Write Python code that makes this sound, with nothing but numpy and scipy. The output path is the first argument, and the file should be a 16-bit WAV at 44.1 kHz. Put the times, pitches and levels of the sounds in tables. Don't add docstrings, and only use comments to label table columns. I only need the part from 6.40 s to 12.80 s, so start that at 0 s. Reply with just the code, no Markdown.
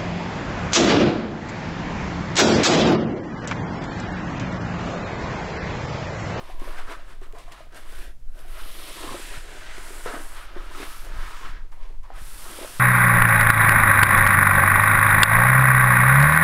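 import sys
import numpy as np
from scipy import signal
from scipy.fft import rfft, irfft, next_fast_len
from scipy.io import wavfile
from scipy.ndimage import map_coordinates

SR = 44100
rng = np.random.default_rng(int(sys.argv[2]) if len(sys.argv) > 2 else 0)


def file_out(sig):
    cols = np.atleast_2d(sig).T
    lim = np.clip(cols, -1, 1)
    pcm = np.round(lim * 32767).astype(np.int16)
    wavfile.write(sys.argv[1], SR, pcm)


N = 282092

# loudest moment, rise and fall over 20 dB in seconds, level in dB.
RUMBLE_SWELLS = [(.16, .12, .3, -25), (.34, .3, .26, -25.5), (.8, .5, .24, -28), (1.6, .3, .35, -24),
                 (1.89, .13, .14, -25.5), (2.1, .16, .7, -26.5), (2.99, .4, .13, -26.5),
                 (3.31, .17, .3, -25), (3.62, .3, .14, -28), (4.1, .9, 1.5, -29), (4.6, .15, .5, -28),
                 (4.84, .4, .1, -20), (5.14, .12, .2, -24), (5.4, .22, .6, -25.5), (5.76, .14, .3, -21)]
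# frequency in Hz, relative level in dB per Hz.
RUMBLE_COLOUR = [(1, -2), (4, 9), (12, 11.5), (20, 5), (30, -2.5), (45, -13.5), (90, -58), (300, -90)]
# frequency in Hz, relative level in dB per Hz.
FLUTTER_COLOUR = [(20, -5), (45, 1.5), (80, -1), (170, -12), (260, -17.5), (500, -82)]
# frequency in Hz, relative level in dB per Hz.
ROOM_TONE = [(180, -30), (300, 0), (630, -2), (1300, -8), (3100, -12), (7000, -14.5), (10500, -17.5),
             (13500, -19), (16000, -21)]
RUMBLE_FLOOR_DB, FLUTTER_DB, ROOM_DB = -38, -55, -66
SHAKE_S = .2

# start, fastest moment and end in seconds, hiss in dB,
# broad sheen in dB relative to the hiss, scrape, sheet rustle and table judder in dB.
WIPES = [(1.43, 1.59, 1.67, -52, -3, -51.5, -51, -52), (2.04, 2.78, 3.03, -45, -4, -44.5, -49, -55),
         (2.98, 3.15, 3.33, -52.5, -4, -50, -50, -51), (3.28, 3.56, 4.06, -46.5, -4, -53, -50, -54),
         (4.09, 4.22, 4.33, -60, -2.2, -53.5, -49, -50), (4.29, 4.42, 4.7, -46.5, -2.2, -52, -46.5, -54),
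         (4.69, 4.85, 5.12, -51.5, -1.2, -48.5, -43.5, -56),
         (5.735, 6.25, 6.65, -43, -3.5, -51, -50.5, -57)]
# loudest moment, rise and fall over 20 dB in seconds,
# hiss, scrape, rustle and judder in dB, region where the table shakes in Hz.
BRUSHES = [(0.0, .02, .2, -59, -55, -50, -48, 515), (.105, .2, .13, -59, -52, -50, -50, 620),
           (.203, .012, .1, -60, -53, -48, -56, 500), (.25, .1, .42, -54, -50.5, -45, -49, 350),
           (.33, .2, .12, -60, -51, -45, -46, 550), (.387, .05, .09, -55, -45, -38, -47, 600),
           (.515, .08, .09, -51, -44, -37, -42, 440), (.6, .05, .15, -75, -58, -54, -56, 600),
           (.71, .13, .11, -60, -55, -51, -53, 400), (.835, .04, .1, -61, -55, -50, -51, 400),
           (.96, .06, .1, -62, -58, -48, -52, 650), (.995, .05, .16, -57.5, -52, -53, -51, 660),
           (1.082, .04, .1, -64, -59, -53, -51, 660), (1.122, .02, .09, -57.5, -49, -47, -53, 660),
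           (1.19, .1, .14, -61, -53, -51, -51, 660), (1.33, .03, .1, -70, -58, -52, -54, 500),
           (1.365, .04, .13, -50, -49, -47, -55, 610), (2.0, .1, .14, -55, -58, -54, -52, 510),
           (4.26, .08, .08, -60, -58, -50, -56, 390), (5.325, .015, .09, -63, -60, -53, -51, 630),
           (5.435, .14, .18, -68, -57, -53, -57, 600), (5.51, .05, .1, -72, -66, -62, -62, 400),
           (5.64, .015, .25, -70, -61, -52, -60, 690)]
# loudest moment, rise and fall over 20 dB in seconds,
# scrape, rustle and judder in dB, region where the table shakes in Hz.
CATCHES = [(2.205, .2, .14, -48, -44.5, -48, 575), (2.375, .06, .05, -60, -56, -48, 378),
           (2.47, .12, .5, -47, -54, -48, 520), (2.655, .15, .2, -47, -41, -40, 355),
           (2.73, .1, .1, -48, -41, -44, 410), (2.96, .15, .08, -44, -42, -49, 410),
           (3.33, .35, .35, -44.5, -45, -54, 530), (3.55, .2, .3, -60, -55, -51, 365),
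           (3.668, .03, .17, -41, -33.5, -39, 450), (3.745, .1, .12, -46.5, -39, -37, 420),
           (3.98, .15, .3, -47, -43.5, -51, 640), (4.17, .03, .1, -55, -46, -50, 390),
           (4.425, .18, .1, -41, -40, -43, 400), (4.655, .03, .25, -52, -48, -46, 560),
           (4.81, .1, .2, -55, -45, -60, 500), (5.06, .12, .13, -47, -40, -54, 340),
           (5.15, .04, .13, -53, -48, -57, 400), (5.72, .04, .15, -58, -52, -50, 660),
           (5.77, .05, .15, -51, -46, -60, 500), (6.1, .15, .15, -56, -48, -46, 355),
           (6.23, .15, .07, -45, -46, -43, 540), (6.4, .05, .1, -49, -47, -52, 480)]
# time in seconds, centre in Hz.
BRIGHT = [(0, 9400), (.25, 10200), (.4, 8750), (1.0, 8400), (1.4, 9100), (1.66, 9800), (2.1, 10300),
          (2.37, 10500), (2.62, 9100), (2.94, 8800), (3.08, 8100), (3.33, 7800), (3.45, 8900), (3.7, 8800),
          (4.05, 9650), (4.35, 8900), (4.45, 9700), (4.61, 10600), (4.72, 8800), (4.86, 9500), (5.0, 7500),
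          (5.33, 10000), (5.45, 8500), (5.97, 9800), (6.15, 9500), (6.4, 9300)]
# frequency in Hz, relative level in dB per Hz.
SHEEN = [(3000, -4), (5500, -3), (9000, -10.5), (13000, -9.5), (16000, -14.5)]
# time in seconds, centre of the scrape in Hz, hollow under the palm in Hz.
DRAG_TONE = [(0, 2850, 1080), (.21, 2500, 1020), (.37, 2350, 1300), (.75, 2800, 1350), (1.0, 2500, 1050),
             (1.37, 2700, 1450), (1.46, 2600, 1200), (1.62, 2600, 1580), (2.19, 2600, 1300),
             (2.35, 3250, 1250), (2.72, 3150, 1120), (2.89, 2550, 1600), (3.1, 2550, 1450),
             (3.31, 2200, 1400), (3.7, 2350, 1350), (4.4, 2750, 1280), (4.81, 2400, 1350),
             (5.03, 2600, 1200), (5.15, 2350, 1470), (5.35, 2350, 1090), (5.7, 2250, 1020),
             (5.8, 2600, 1390), (6.2, 3000, 1250), (6.4, 2800, 1400)]
# frequency in Hz, relative level in dB per Hz.
SCRAPE = [(1200, -23), (1900, 3), (2500, -1.5), (3500, -1), (5000, -4), (7000, -12.5), (9000, -25),
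          (13000, -38)]
# frequency in Hz, width in Hz, relative level in dB.
SHEET_MODES = [(978, 337, 3.5), (1286, 172, -2.5), (1676, 660, 1.5)]
# frequency in Hz, width in Hz, relative level in dB.
TABLE_MODES = [(236, 60, -5), (323, 132, 4), (430.7, 81, -4), (596, 58, -8), (662, 360, 1)]
HISS_GROWS, DRAG_GROWS = .5, 1.05
BRUSH_SHEEN_DB = -3
LET_GO_S = .02
DRAG_LEADS_S, DRAG_TRAILS_S = .04, .07
WIPE_REGION_HZ = 480

# start in seconds, relative level in dB, pitch in Hz, time to fall 60 dB in seconds.
TAPS = [(.0992, -32.5, 750, 0.056), (0.2182, -24.5, 327, 0.023), (.2762, -27.5, 486, 0.023),
        (0.3912, -24, 750, 0.013), (0.498, -35, 1390, 0.055), (0.8163, -34.5, 383, 0.045),
        (0.934, -37, 425, 0.16), (.969, -37, 693, 0.086), (1.079, -38, 696, 0.058),
        (1.2055, -32, 660, 0.043), (1.322, -44, 409, 0.039), (1.995, -47, 616, 0.041),
        (2.381, -42, 326, 0.12), (2.691, -22.5, 1110, 0.023), (2.742, -26, 350, 0.077),
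        (2.752, -26, 573, .04), (2.939, -32, 1360, .05), (3.381, -27.5, 375, 0.025),
        (3.5055, -30.5, 390, 0.045), (3.6604, -17.5, 477, 0.031), (3.700, -30, 433, 0.056),
        (3.755, -24, 1270, 0.034), (4.164, -25, 356, 0.049), (4.349, -26.5, 1270, 0.029),
        (4.4012, -23, 405, 0.02), (5.25, -46, 361, 0.039), (5.323, -43, 900, 0.047), (5.505, -42, 403, .04),
        (5.7032, -21, 775, 0.011), (6.103, -38, 324, 0.12), (6.188, -25, 560, 0.032),
        (6.213, -30.5, 353, 0.12), (6.2468, -21, 586, 0.022)]
# time in seconds, pitch in Hz, level in dB, both before their wobble.
WHISTLE = [(.12, 13800, -90), (.15, 13900, -72), (.18, 13980, -72), (.21, 13880, -74), (.24, 13800, -100),
           (.76, 13500, -100), (.82, 13600, -74), (.95, 13700, -76), (1.1, 13450, -78), (1.18, 13400, -100)]
# start in seconds, relative level in dB, time to fall 60 dB in seconds.
SNAPS = [(.197, -43, 0.032), (.8144, -49, 0.027), (0.9254, -37, 0.0067), (.985, -41, .04),
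         (1.12, -37.5, .05), (1.324, -50, 0.027), (1.346, -40, .03), (1.99, -42.5, .03),
         (2.081, -43.5, .02), (4.648, -40, .03), (5.3184, -52, .05), (5.632, -52.5, .05),
         (5.7378, -46, .03)]
# frequency in Hz, relative level in dB per Hz.
CREASE = [(500, -30), (1200, 0), (3000, -3), (9000, -7), (16000, -20)]
# time in seconds, starting level in dB, pitch in Hz, shaking of the microphone in dB.
BUMPS = [(2.706, -42, 110, -49), (2.9744, -31.5, 122, -52), (4.768, -35, 70, -43), (5.094, -34, 90, -50),
         (5.819, -26, 40, -60)]
# frequency in Hz, time to fall 60 dB in seconds.
WALLS = [(200, 0.22), (2000, 0.24), (10000, 0.11)]
TAP_TRIM_DB, SNAP_TRIM_DB, ECHO_DB = -2, -6, -13
TOP_HZ = 15760


def amp(db):
    return 10 ** (np.asarray(db) / 20)


def unit(x):
    return x / np.sqrt(np.mean(x ** 2) + 1e-20)


def along(points, hz):
    f, v = np.transpose(points)
    return np.interp(np.log(hz + 1), np.log(f + 1), v)


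def curves(rows):
    s, *cols = np.transpose(rows)
    return [np.interp(np.arange(N) / SR, s, c) for c in cols]


def wobble(rate):
    knots = rng.standard_normal(int(N * rate / SR) + 4)
    return map_coordinates(knots, [np.arange(N) * rate / SR])


def filtered(x, response):
    m = next_fast_len(N + SR // 2)
    return irfft(rfft(x, m) * response(np.fft.rfftfreq(m, 1 / SR)), m)[..., :N]


def coloured(x, spectrum):
    return unit(filtered(x, lambda hz: amp(along(spectrum, hz))))


def resonant(x, modes):
    def response(f):
        peaks = [amp(2 * db) / (1 + (2 * (f - centre) / width) ** 2) ** 2 for centre, width, db in modes]
        return np.sqrt(sum(peaks))
    return filtered(x, response)


def friction(grain_db, catch_rate):
    return amp(grain_db * wobble(catch_rate)) * rng.standard_normal(N)


def moving_band(x, centre_hz, spread, skirt_db):
    hz, t, z = signal.stft(x, SR, nperseg=1024, noverlap=896)
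    centre = centre_hz[np.minimum((t * SR).astype(int), N - 1)]
    distance = np.log((hz[:, None] + 1) / centre) / spread
    band = np.exp(-.5 * distance ** 2) + amp(skirt_db)
    mean_power = np.mean(abs(z) ** 2, axis=1, keepdims=True)
    band /= np.sqrt(np.mean(band ** 2 * mean_power, axis=0))
    return unit(signal.istft(z * band, SR, nperseg=1024, noverlap=896)[1][:N])


def hand_speed(lead_s=0, trail_s=0):
    t = np.arange(N) / SR
    phases = [np.interp(t, [start - lead_s, fastest, end + trail_s], [0, 1, 0])
              for start, fastest, end, *_ in WIPES]
    return np.sin(np.pi / 2 * np.array(phases))


def bursts(rows):
    s, rise, fall = np.transpose(rows)[:3, :, None]
    late = np.arange(0, N, 32) / SR - s
    shape = amp(-40 * np.where(late < 0, -late / rise, late / fall))
    return np.repeat(shape, 32, axis=1)[:, :N]


def background():
    rumble_power = amp(2 * RUMBLE_FLOOR_DB) + amp(2 * np.transpose(RUMBLE_SWELLS)[3]) @ bursts(RUMBLE_SWELLS)
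    rumble = np.sqrt(rumble_power) * coloured(rng.standard_normal(N), RUMBLE_COLOUR)
    shakes = bursts([(row[0], SHAKE_S, SHAKE_S) for row in BUMPS])
    shaken = amp(2 * np.transpose(BUMPS)[3]) @ shakes
    unsteady = coloured(amp(1.5 * wobble(60)) * rng.standard_normal(N), FLUTTER_COLOUR)
    flutter = np.sqrt(amp(2 * FLUTTER_DB) + shaken) * unsteady
    room_tone = amp(ROOM_DB) * coloured(rng.standard_normal(N), ROOM_TONE)
    return rumble + flutter + room_tone


def hiss():
    centre_hz, = curves(BRIGHT)
    bright = moving_band(friction(grain_db=1.0, catch_rate=170), centre_hz, spread=0.23, skirt_db=-37)
    sheen = coloured(friction(grain_db=1.0, catch_rate=510), SHEEN)
    lag = np.exp(-1 / (LET_GO_S * SR))
    wiping = signal.lfilter([1 - lag], [1, -lag], hand_speed() ** (2 * HISS_GROWS))
    hiss_db, sheen_db = np.transpose(WIPES)[3:5]
    brushed = amp(2 * np.transpose(BRUSHES)[3]) @ bursts(BRUSHES)
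    total = amp(2 * hiss_db) @ wiping + brushed
    broad = amp(2 * (hiss_db + sheen_db)) @ wiping + amp(2 * BRUSH_SHEEN_DB) * brushed
    return np.sqrt(broad) * sheen + np.sqrt(abs(total - broad)) * bright


def drag():
    scrape_hz, hollow_hz = curves(DRAG_TONE)
    wiping = hand_speed(DRAG_LEADS_S, DRAG_TRAILS_S) ** (2 * DRAG_GROWS)
    shapes = np.vstack([wiping, bursts(BRUSHES), bursts(CATCHES)])
    levels_db = np.array([r[5:] for r in WIPES] + [r[4:7] for r in BRUSHES] + [r[3:6] for r in CATCHES])
    regions_hz = np.array([WIPE_REGION_HZ] * len(WIPES) + [r[-1] for r in BRUSHES + CATCHES])
    tiny = 1e-30
    power = amp(2 * levels_db.T) @ shapes + tiny
    judder_power = amp(2 * levels_db[:, 2])
    region_hz = (judder_power * regions_hz @ shapes + tiny * WIPE_REGION_HZ) / power[2]

    scraping = coloured(friction(grain_db=1.0, catch_rate=150), SCRAPE)
    scrape = moving_band(scraping, scrape_hz, spread=0.25, skirt_db=0)
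    rustling = resonant(friction(grain_db=1.5, catch_rate=120), SHEET_MODES)
    rustle = moving_band(rustling, hollow_hz, spread=.13, skirt_db=-5)
    shaking = resonant(friction(grain_db=3.5, catch_rate=90), TABLE_MODES)
    judder = moving_band(shaking, region_hz, spread=0.42, skirt_db=-4)
    return np.sum(np.sqrt(power) * [scrape, rustle, judder], axis=0)


def placed(events):
    out = np.zeros(N + SR)
    for s, sound in events:
        out[round(s * SR):][:len(sound)] += sound
    return out[:N]


def taps():
    t, events = np.arange(SR // 4) / SR, []
    for s, db, hz, t60 in TAPS:
        overtone = .4 * np.sin(2 * np.pi * hz * rng.uniform(1.3, 1.8) * t) * amp(-40 * t / t60)
        note = np.sin(2 * np.pi * hz * t) + overtone
        onset = 1 - np.exp(-t / 0.00045)
        events.append((s, amp(db + TAP_TRIM_DB - 60 * t / t60) * onset * note))
    return placed(events)


def whistle():
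    hz, db = curves(WHISTLE)
    phase = 2 * np.pi * np.cumsum(hz + 70 * wobble(150)) / SR
    return amp(db + 2.5 * wobble(60)) * np.sin(phase)


def snaps():
    t, events = np.arange(SR // 4) / SR, []
    dry_noise = coloured(rng.standard_normal(N), CREASE)
    for s, db, t60 in SNAPS:
        noise = dry_noise[round(s * SR):][:len(t)]
        events.append((s, amp(db + SNAP_TRIM_DB - 60 * t / t60) * noise))
    return placed(events)


def bumps():
    t = np.arange(SR // 4) / SR
    return placed([(s, amp(db - 60 * t * hz / 4) * np.sin(2 * np.pi * hz * t)) for s, db, hz, _ in BUMPS])


def wall_echoes(x, count=22):
    out, step = np.zeros(N + 2 * SR), -(-N // count)
    for k in range(count):
        hz, t, z = signal.stft(rng.standard_normal(SR // 2), SR, nperseg=256)
        decay = amp(-60 * t / along(WALLS, hz)[:, None])
        tail = signal.istft(z * decay, SR, nperseg=256)[1]
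        wet = signal.fftconvolve(x[k * step:][:step], tail / np.linalg.norm(tail))
        out[k * step + 300:][:len(wet)] += wet
    return out[:N]


def scene():
    towel = hiss() + drag() + taps() + snaps() + bumps()
    return (towel + amp(ECHO_DB) * wall_echoes(towel) + whistle() + background())[None]


def record(dry):
    return filtered(dry, lambda hz: hz < TOP_HZ)


dry = scene()
out = record(dry)
file_out(out)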